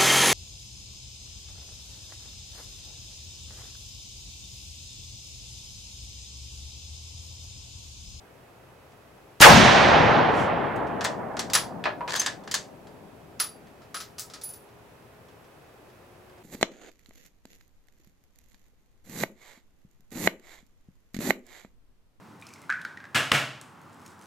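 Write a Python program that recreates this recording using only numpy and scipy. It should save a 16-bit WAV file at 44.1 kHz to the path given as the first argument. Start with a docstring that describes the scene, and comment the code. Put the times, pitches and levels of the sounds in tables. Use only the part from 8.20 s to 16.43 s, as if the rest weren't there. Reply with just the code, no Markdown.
"""One rifle shot from a bench under a wooden range shelter: a pressure pulse and a roar of filtered noise
overload the microphone, then patchy, dulling noise rolls away through the woods.
The bolt is lifted, drawn back, pushed home with a scrape and a squeak, and locked: chatter through steel resonances.
The ejected brass case knocks on the bench, rolls off and bounces on the concrete floor: decaying modes and clacks.
Soft ticks of the handled rifle and a quiet outdoor background with a far motor drone surround it."""
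import sys
import numpy as np
from scipy import signal
from scipy.fft import rfft, irfft, next_fast_len
from scipy.io import wavfile
from scipy.ndimage import uniform_filter1d

SR = 44100
rng = np.random.default_rng(int(sys.argv[2]) if len(sys.argv) > 2 else 0)


def store_wav(level_fs):
    """Save 16-bit WAV to argv[1]."""
    pcm = np.round(np.clip(np.atleast_2d(level_fs), -1, 1) * 32767)
    wavfile.write(sys.argv[1], SR, pcm.T.astype(np.int16))


N = 362943
T = np.arange(N) / SR  # s

# outdoor background spectrum: f/Hz, relative level per Hz/dB
QUIET_SPECTRUM = [(20, -23.5), (60, -8), (120, -2), (200, -9.5), (420, -6.5), (620, -7), (1200, -13.5),
                  (2500, -20.5), (4000, -27.5), (7000, -32), (15500, -35.5)]
QUIET_DB = -52.5
# faint steady tones: f/Hz, level/dB
FAINT_TONES = [(2560, -77.5), (11550, -81.5)]
# far-off motor drone: t/s, f/Hz, level/dB
DRONE_PATH = [(0, 422, -76), (.7, 410, -69), (5.2, 412.6, -65.5), (6.3, 409.3, -61.5), (7.3, 411.8, -69),
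              (7.599, 359.3, -67.5), (8.2, 356.6, -58.5)]
# stereo pickup of diffuse sound, one table per place: f/Hz, likeness/0-1, left minus right/dB
QUIET_FIELD_STEREO = [(80, 1, 2.5), (350, 0.59, 3.5), (1400, .3, -3), (5000, 0.072, -0.5), (11000, .6, 0)]
SHELTER_FIELD_STEREO = [(150, 1, 5.5), (903.4, 0.44, 1.94), (4000, 0.59, .5), (12000, .86, .5)]
ECHO_FIELD_STEREO = [(80, 0.98, 7.5), (180, 0.96, 6.5), (350, .47, 5), (700, 0.5, -1), (1400, 0.6, -3.5),
                     (3000, 0.8, -3.5), (10000, 0.7, -1.5)]

# hands shifting on the stock: t/s, level/dB
HANDLING_TICKS = [(.72, -60), (2.669, -51), (4.2371, -52), (4.67, -51.5), (5.47, -57), (6.49, -63),
                  (7.085, -57), (7.243, -59.5), (7.49, -63), (7.70, -61), (8.096, -59), (8.18, -60)]
# spectrum of a steel contact: f/Hz, relative level per Hz/dB
STEEL_SPECTRUM = [(290, -44.5), (500, -12.5), (1030, -5.5), (1560, -2), (1770, 0.5), (2390, -5.5),
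                  (3330, -3.5), (5050, -5), (7450, -6), (15500, -24.5)]
# resonances of the action: f/Hz, half the filter width/Hz, level before random spread/dB
ACTION_RESONANCES = [(1030, 67, -5), (1690, 39, -4), (3370, 97, -5), (4700, 110, -10), (4900, 510, -7),
                     (6120, 170, -4.5), (6770, 52, -13), (7220, 82, -8), (7410, 76, -8.5)]

SHOT_S = 1.2066  # the muzzle blast reaches the microphone
# blast thrown about the shelter: delay/s, rise/s, t60/s, centre f/Hz, width of each filter pass/Hz,
# level before the envelope/dB
ROAR_BANDS = [(.001, .006, 0.33, 5500, 11000, -9.5), (.011, .004, 0.2, 1700, 2230, .5),
              (.030, .004, 0.089, 1800, 2000, 3), (.038, .012, 0.3, 820, 760, 1.5),
              (.088, .008, .2, 1004, 1590, -6.5), (.072, 0.012, 0.75, 125, 179, -11)]
# echo from the woods as it sounds at WOODS_S: f/Hz, relative level per Hz/dB
WOODS_SPECTRUM = [(15, -49.5), (25, -22), (43, -22.5), (64, -12), (120, -5), (250, -6), (501, -3.5),
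                  (709, 0.5), (1030, -2.5), (1240, -5.5), (1860, -6.5), (2240, -9), (3440, -13),
                  (6200, -23), (15000, -62)]
WOODS_S = 1.5
# loss to air and foliage: f/Hz, loss/(dB per s)
AIR_LOSS = [(50, 3.5), (180, -2), (800, 2), (1700, 7), (3400, 18), (6000, 35), (11000, 64)]
# the echo sags steadily; once older than the hold time it also thins with each doubling of its path
ECHO_DB, ECHO_SAG_DB_PER_S, ECHO_HOLD_S, ECHO_DB_PER_DOUBLING = -11.5, 5, 0.76, 7
# swells within the echo, low rumbles and a brief hiss:
# t/s, time from peak to 1/e/s, centre f/Hz, width of each filter pass/Hz, level before the envelope/dB
ECHO_SWELLS = [(1.40, 0.063, 220.4, 110, -18.5), (1.83, 0.083, 99, 70.5, -27),
               (2.201, 0.065, 5600, 5000, -49), (3.58, .1, 187.7, 59.5, -41)]

# steel contacts as the bolt is lifted, drawn back, pushed home and locked:
# t/s, level/dB, brightness/(dB per octave)
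BOLT_CONTACTS = [(2.56, -53, 13), (2.809, -27, -4), (2.843, -31.5, 6), (2.8478, -20.5, -3),
                 (3.1684, -32.5, -3.5), (3.1928, -24.5, 1), (3.3, -35.5, -1), (3.3343, -18.5, 4),
                 (3.3512, -14.5, 0), (3.879, -32, -10.5), (3.9522, -28.5, -4.5), (3.96, -25, 2.5),
                 (3.997, -25, 4), (4.0167, -27, -1), (4.0617, -21, -1.5), (4.2755, -37, -5),
                 (4.3130, -28, 2.5), (4.3415, -19.5, 2)]
# the case strikes ejector and floor: t/s, clack level/dB, brightness/(dB per octave), wall ring level/dB
CASE_STRIKES = [(3.342, -25, -5, -25), (5.195, -37, -3, -60), (5.1994, -23, -2, -23.5),
                (5.619, -55, -5.5, -77), (5.744, -31.5, -5, -40), (5.767, -37.5, -1, -47),
                (5.803, -35, -1.5, -44), (5.983, -35.5, -0.5, -45), (5.995, -30, 12, -51),
                (6.1, -46.5, -2, -64), (6.137, -38.5, -1.5, -55), (6.214, -43, 1.5, -52),
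                (6.236, -45, 5.5, -36), (6.290, -48.5, 6, -40), (6.337, -51, 5, -43)]
# spectrum of the case's clack: f/Hz, relative level per Hz/dB
CLACK_SPECTRUM = [(150, -36), (400, -25), (900, -19.5), (1300, -2.5), (2400, -7), (5000, 2.5), (7500, -2.5),
                  (11000, -16.5), (15000, -21.5)]
# wall modes of the brass case: f/Hz, level before brightness/dB, t60/s
BRASS_MODES = [(4720, -19, 0.27), (10095, 1, 0.19), (10135, -7, 0.16), (10230, -18, .12),
               (11270, -21.5, .07), (13930, -9, 0.23), (13990, -8, .17)]
# the case lands on the wooden bench: t/s, thud level/dB, brightness/(dB per octave)
BENCH_KNOCKS = [(3.640, -29.5, 5.5), (3.656, -19.5, -1), (3.664, -29, -6), (3.808, -32.5, -6),
                (3.878, -33, 6)]
# modes of the bench planks: f/Hz, relative level before brightness/dB, t60/s
BENCH_MODES = [(440, -11, 0.083), (612, -7, 0.088), (925, -7, 0.1), (1386, -12, 0.052), (1696, -1, 0.077),
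               (2500, -5, 0.067), (4150, -17, .08)]
# spectrum of the bench thud: f/Hz, relative level per Hz/dB
THUD_SPECTRUM = [(80, -40), (250, -17), (900, 1), (1800, -1), (4500, -13.5), (12000, -50.5)]
# push of the bolt: the scrape grows from SLIDE_DB during the push, then dies as the bolt seats
SLIDE_S, SLIDE_PUSH_S, SLIDE_DB, SLIDE_GROWTH_DB_PER_S, SLIDE_T60_S = 3.877, 0.08, -37.5, 85, .22
TOP_HZ = 15800  # top of the recorded band


def amp(db):
    """Decibels to gain."""
    return 10 ** (np.asarray(db) / 20)


def unit(x):
    """Scale to rms 1."""
    return x / np.sqrt(np.mean(x ** 2))


def at_hz(rows, hz, axis=1):
    """Read a column of a table on a log-frequency axis."""
    rows = np.array(rows, float)
    return np.interp(np.log(hz + 1), np.log(rows[:, 0]), rows[:, axis])


def fade(t, t60):
    """Exponential decay, 60 dB down after t60 seconds."""
    return np.exp(-np.log(1000) * t / max(abs(t60), 1e-3))


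def add(track, s, x):
    """Mix x in at time s."""
    i = int(s * SR)
    track[..., i:i + x.shape[-1]] += x[..., :N - i]


def colour(x, spectrum, tilt_db=0, size=4096):
    """Minimum-phase filter from (f/Hz, level/dB) points, tilted per octave above 500 Hz."""
    hz = np.fft.rfftfreq(size, 1 / SR)
    tilt = tilt_db * np.log2(np.maximum(hz, 500))
    gain = unit(amp(at_hz(spectrum, hz) + tilt))
    # folding the cepstrum forward makes the response start at once
    cepstrum = irfft(np.log(gain))
    cepstrum[1:size // 2] *= 2
    cepstrum[size // 2 + 1:] = 0
    response = irfft(np.exp(rfft(cepstrum)))
    return np.apply_along_axis(lambda row: signal.fftconvolve(row, response)[:len(row)], -1, x)


def resonate(x, hz, width_hz):
    """Two-pole band-pass, gain 1 at the centre."""
    return signal.lfilter(*signal.iirpeak(hz, hz / min(width_hz, SR / 4), SR), x)


def diffuse(field, size=N):
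    """White noise as two neighbouring microphones hear it, more or less alike in each band."""
    mid, side = rfft(rng.standard_normal((2, next_fast_len(size, True))))
    hz = np.linspace(0, SR / 2, len(mid))
    alike = np.clip(at_hz(field, hz), 0, 1)
    sign = np.array([[1], [-1]])  # left, right
    balance_db = sign * at_hz(field, hz, axis=2)
    pair = np.sqrt(1 + alike) * mid + sign * np.sqrt(1 - alike) * side
    pair = pair * amp(balance_db / 2)
    evened = pair / np.sqrt(np.mean(amp(balance_db), axis=0))  # balance leaves the power unchanged
    return unit(irfft(evened)[:, :size])


def strength(x, db):
    """Set the rms of a hit, its energy counted over 10 ms."""
    energy = np.mean(np.sum(x ** 2, axis=-1))
    return x * amp(db) / np.sqrt(energy / (SR / 100))


def background():
    """Distant outdoor rumble and soft hiss from shaped noise, with a wandering far drone and two faint tones."""
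    s, hz, db = np.transpose(DRONE_PATH)
    wander = np.interp(T, np.linspace(0, T[-1], 120), rng.standard_normal(120))
    drone_hz = np.interp(T, s, hz) * (1 + .01 * wander)
    drone = amp(np.interp(T, s, db)) * np.sin(2 * np.pi * np.cumsum(drone_hz) / SR)
    tones = sum(amp(db) * np.sin(2 * np.pi * hz * T) for hz, db in FAINT_TONES)
    air = unit(colour(diffuse(QUIET_FIELD_STEREO), QUIET_SPECTRUM)) * amp(QUIET_DB)
    return air + np.sqrt(2) * (tones + drone)


def shelter(wet_db=-2, t60=0.22, early_db=-2, early_t60=0.077):
    """Reflections of one hit: bench and posts answer at once, roof and floor a little later and duller."""
    t = T[:SR // 2]
    late = diffuse(SHELTER_FIELD_STEREO, size=len(t)) * fade(t, t60) * (1 - np.exp(-t / .005))
    late = colour(late, [(300, 12.5), (5000, 2.5), (9000, 0), (15000, -8.5)], size=512)
    sparse = rng.random(len(t)) < .05
    early = diffuse(SHELTER_FIELD_STEREO, size=len(t)) * sparse * fade(t, early_t60)
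    return (amp(wet_db) * unit(late) + amp(early_db) * unit(early)) / np.sqrt(len(t))


def contact(t60, snap, uneven_db=3):
    """A sharp first touch and a dying chatter of tiny ones, with their reflections."""
    t = T[:SR // 2]
    uneven = amp(uneven_db * rng.standard_normal(len(t)))
    chatter = rng.standard_normal(len(t)) * uneven * fade(t, t60)
    chatter[0] += snap * np.sqrt(np.sum(chatter ** 2))
    return unit(chatter) / np.sqrt(len(t)) + shelter()


def action(x, tilt_db, ring_db=2, spread_db=3, detune=0.044):
    """Steel colour: a broad clank whose resonances vary in pitch and level from call to call."""
    x = colour(x, STEEL_SPECTRUM, tilt_db)
    chance = rng.standard_normal((len(ACTION_RESONANCES), 2))
    ringing = 0
    for (hz, half_width, db), (level, pitch) in zip(ACTION_RESONANCES, chance):
        ringing = ringing + amp(db + spread_db * level) * resonate(x, hz * (1 + detune * pitch), 2 * half_width)
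    return x + amp(ring_db) * ringing


def handling(bright_db=-3, chatter_t60=.05, snap=.2):
    """Loose steel parts tick softly as the rifle is shifted."""
    out = np.zeros((2, N))
    for s, db in HANDLING_TICKS:
        add(out, s, strength(action(contact(chatter_t60, snap), bright_db), db))
    return out


def lead_in_clicks(db=-21, lead_s=0.0063, gap_s=0.0036):
    """Two short, faint steel-coloured clicks lead into the blast."""
    out = np.zeros((2, N))
    first = action(contact(.02, 0.41), 0)
    add(out, SHOT_S - lead_s, strength(first, db - 8))
    second = action(contact(.006, .8), -1)
    add(out, SHOT_S - lead_s + gap_s, strength(second, db))
    return out


def blast(push_db=-5, push_s=0.0017):
    """The muzzle's pressure pulse, push then suction, and the roar of its reflections under the roof."""
    out, t = np.zeros((2, N)), T[:SR]
    add(out, SHOT_S, amp(push_db) * (1 - t / push_s) * np.exp(-t / push_s))
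    for delay, rise, t60, hz, width, db in ROAR_BANDS:
        noise = diffuse(SHELTER_FIELD_STEREO, size=SR)
        band = unit(resonate(resonate(noise, hz, width), hz, width))
        envelope = (1 - np.exp(-t / rise)) * fade(t, t60)
        add(out, SHOT_S + delay, amp(db) * band * envelope)
    return out


def woods(patchy_db=1.0):
    """Countless trunks scatter the shot back in clumps; longer paths lose their treble."""
    noise = unit(colour(diffuse(ECHO_FIELD_STEREO), WOODS_SPECTRUM))
    hz, s, cells = signal.stft(noise, SR, nperseg=512)
    clumps = uniform_filter1d(rng.standard_normal(cells.shape[1:]), size=5, axis=1)  # along time
    clumps = unit(uniform_filter1d(clumps, size=14, axis=0))  # along frequency
    loss_db = at_hz(AIR_LOSS, hz)[:, None] * (np.maximum(s, SHOT_S) - WOODS_S)
    echo = signal.istft(cells * amp(patchy_db * clumps - loss_db), SR)[1][:, :N]
    age = np.maximum(T - SHOT_S, 0)
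    doublings = np.log2(np.maximum(age / ECHO_HOLD_S, 1))
    level_db = ECHO_DB - ECHO_SAG_DB_PER_S * age - ECHO_DB_PER_DOUBLING * doublings
    return echo * amp(level_db) * np.minimum(age / 0.012, 1)  # 12 ms onset


def swells():
    """The rolling echo swells briefly in one band or another."""
    out, t = np.zeros((2, N)), T[:SR] - .5
    for s, length_s, hz, width, db in ECHO_SWELLS:
        noise = diffuse(ECHO_FIELD_STEREO, size=SR)
        band = unit(resonate(resonate(noise, hz, width), hz, width))
        add(out, s - .5, amp(db) * band * np.exp(-(t / length_s) ** 2))
    return out


def bolt(snap=0.23, chatter_t60=0.049):
    """Steel stops hit one after another, each sounding the receiver."""
    out = np.zeros((2, N))
    for s, db, bright_db in BOLT_CONTACTS:
        add(out, s, strength(action(contact(chatter_t60, snap), bright_db), db))
    return out


def ring(modes, room_db=-1):
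    """Freely decaying modes, set off from rest; reflections make them flutter."""
    t = T[:SR // 2]
    tone = 0
    for hz, db, t60 in modes:
        tone = tone + amp(db) * fade(t, t60) * rng.choice([-1, 1]) * np.sin(2 * np.pi * hz * t)
    reflected = signal.fftconvolve(tone[None], shelter(), axes=1)[:, :len(t)]
    return tone + amp(room_db) * reflected


def case(snap=0.39, chatter_t60=0.19, column_hz=1310, column_width_hz=80, column_db=-13, column_per_bright=1.23):
    """Each strike clacks, rings the brass wall and sounds the air in the open case, more so when dull."""
    out = np.zeros((2, N))
    for s, db, bright_db, wall_db in CASE_STRIKES:
        touch = contact(chatter_t60, snap)
        wall = [(hz, mode_db + bright_db * np.log2(hz / BRASS_MODES[1][0]), t60)
                for hz, mode_db, t60 in BRASS_MODES]
        add(out, s, strength(colour(touch, CLACK_SPECTRUM, bright_db), db))
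        add(out, s, amp(wall_db) * ring(wall))
        air_column = resonate(touch, column_hz, column_width_hz)
        add(out, s, strength(air_column, db + column_db - column_per_bright * bright_db))
    return out


def bench(modes_db=-4):
    """The planks answer the falling case with a short, hollow knock of modes and thud."""
    out = np.zeros((2, N))
    for s, db, bright_db in BENCH_KNOCKS:
        modes = [(hz, mode_db + bright_db * np.log2(hz), t60) for hz, mode_db, t60 in BENCH_MODES]
        add(out, s, strength(ring(modes), db + modes_db))
        add(out, s, strength(colour(contact(0.059, 0.62), THUD_SPECTRUM, bright_db), db))
    # a light case moves no bass
    return signal.sosfilt(signal.butter(2, 250, "high", fs=SR, output="sos"), out)


def roll(start_s=3.808, landing_db=-27, bump_db=-43, bumps_per_s=75, plank_hz=975, plank_t60=0.082,
         detune=0.13, count=11):
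    """The case drops on its side and rolls; each little bump sounds the plank at a slightly different pitch."""
    out = np.zeros((2, N))
    add(out, start_s, amp(landing_db) * ring([(plank_hz, 0, plank_t60)]))
    for k, (late, pitch) in enumerate(rng.uniform(-1.01, 1, (count, 2)), 1):
        bump = ring([(plank_hz * (1 + detune * pitch), 0, plank_t60)])
        add(out, start_s + (k + late / 2) / bumps_per_s, amp(bump_db) * bump)
    return out


def slide(grit_db=5, bright_db=-3.0):
    """The bolt scrapes forward along its rails in tiny catches, louder as it speeds up."""
    out, t = np.zeros((2, N)), T[:SR // 2]
    steps = np.repeat(rng.standard_normal(len(t) // 100 + 1), 100)[:len(t)]  # a new catch every 100 samples
    catches = amp(grit_db * steps)
    scrape = unit(action(diffuse(SHELTER_FIELD_STEREO, size=len(t)) * catches, bright_db))
    growth = amp(SLIDE_DB + SLIDE_GROWTH_DB_PER_S * np.minimum(t, SLIDE_PUSH_S))
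    seating = fade(np.maximum(t - SLIDE_PUSH_S, 0), SLIDE_T60_S)
    add(out, SLIDE_S, scrape * growth * seating)
    return out


def squeak(hz=6280, db=-22, waver_share=0.0082):
    """Sticking steel sings for an instant, its pitch wavering, as the bolt goes home."""
    swell = np.exp(-((T - 4.002) / .007) ** 4)
    swell = swell + .17 * np.exp(-((T - 4) / .045) ** 2)  # softer, longer skirt
    waver = unit(uniform_filter1d(rng.standard_normal(N), size=100))
    phase = 2 * np.pi * np.cumsum(hz * (1 + waver_share * waver)) / SR
    return amp(db) * swell * np.sqrt(2) * np.sin(phase)


def scene():
    """The shot and its echo, then the small sounds at the bench."""
    shot = lead_in_clicks() + blast() + woods() + swells()
    return shot + bolt() + slide() + squeak() + handling() + case() + bench() + roll() + background()


def record(dry, ceiling=.85):
    """The microphone stage flattens the blast smoothly below its ceiling; the top is cut."""
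    flattened = dry / (1 + (dry / ceiling) ** 4) ** (1 / 4)
    return signal.sosfilt(signal.ellip(8, .2, 70, TOP_HZ, fs=SR, output="sos"), flattened)


dry = scene()
out = record(dry)
store_wav(out)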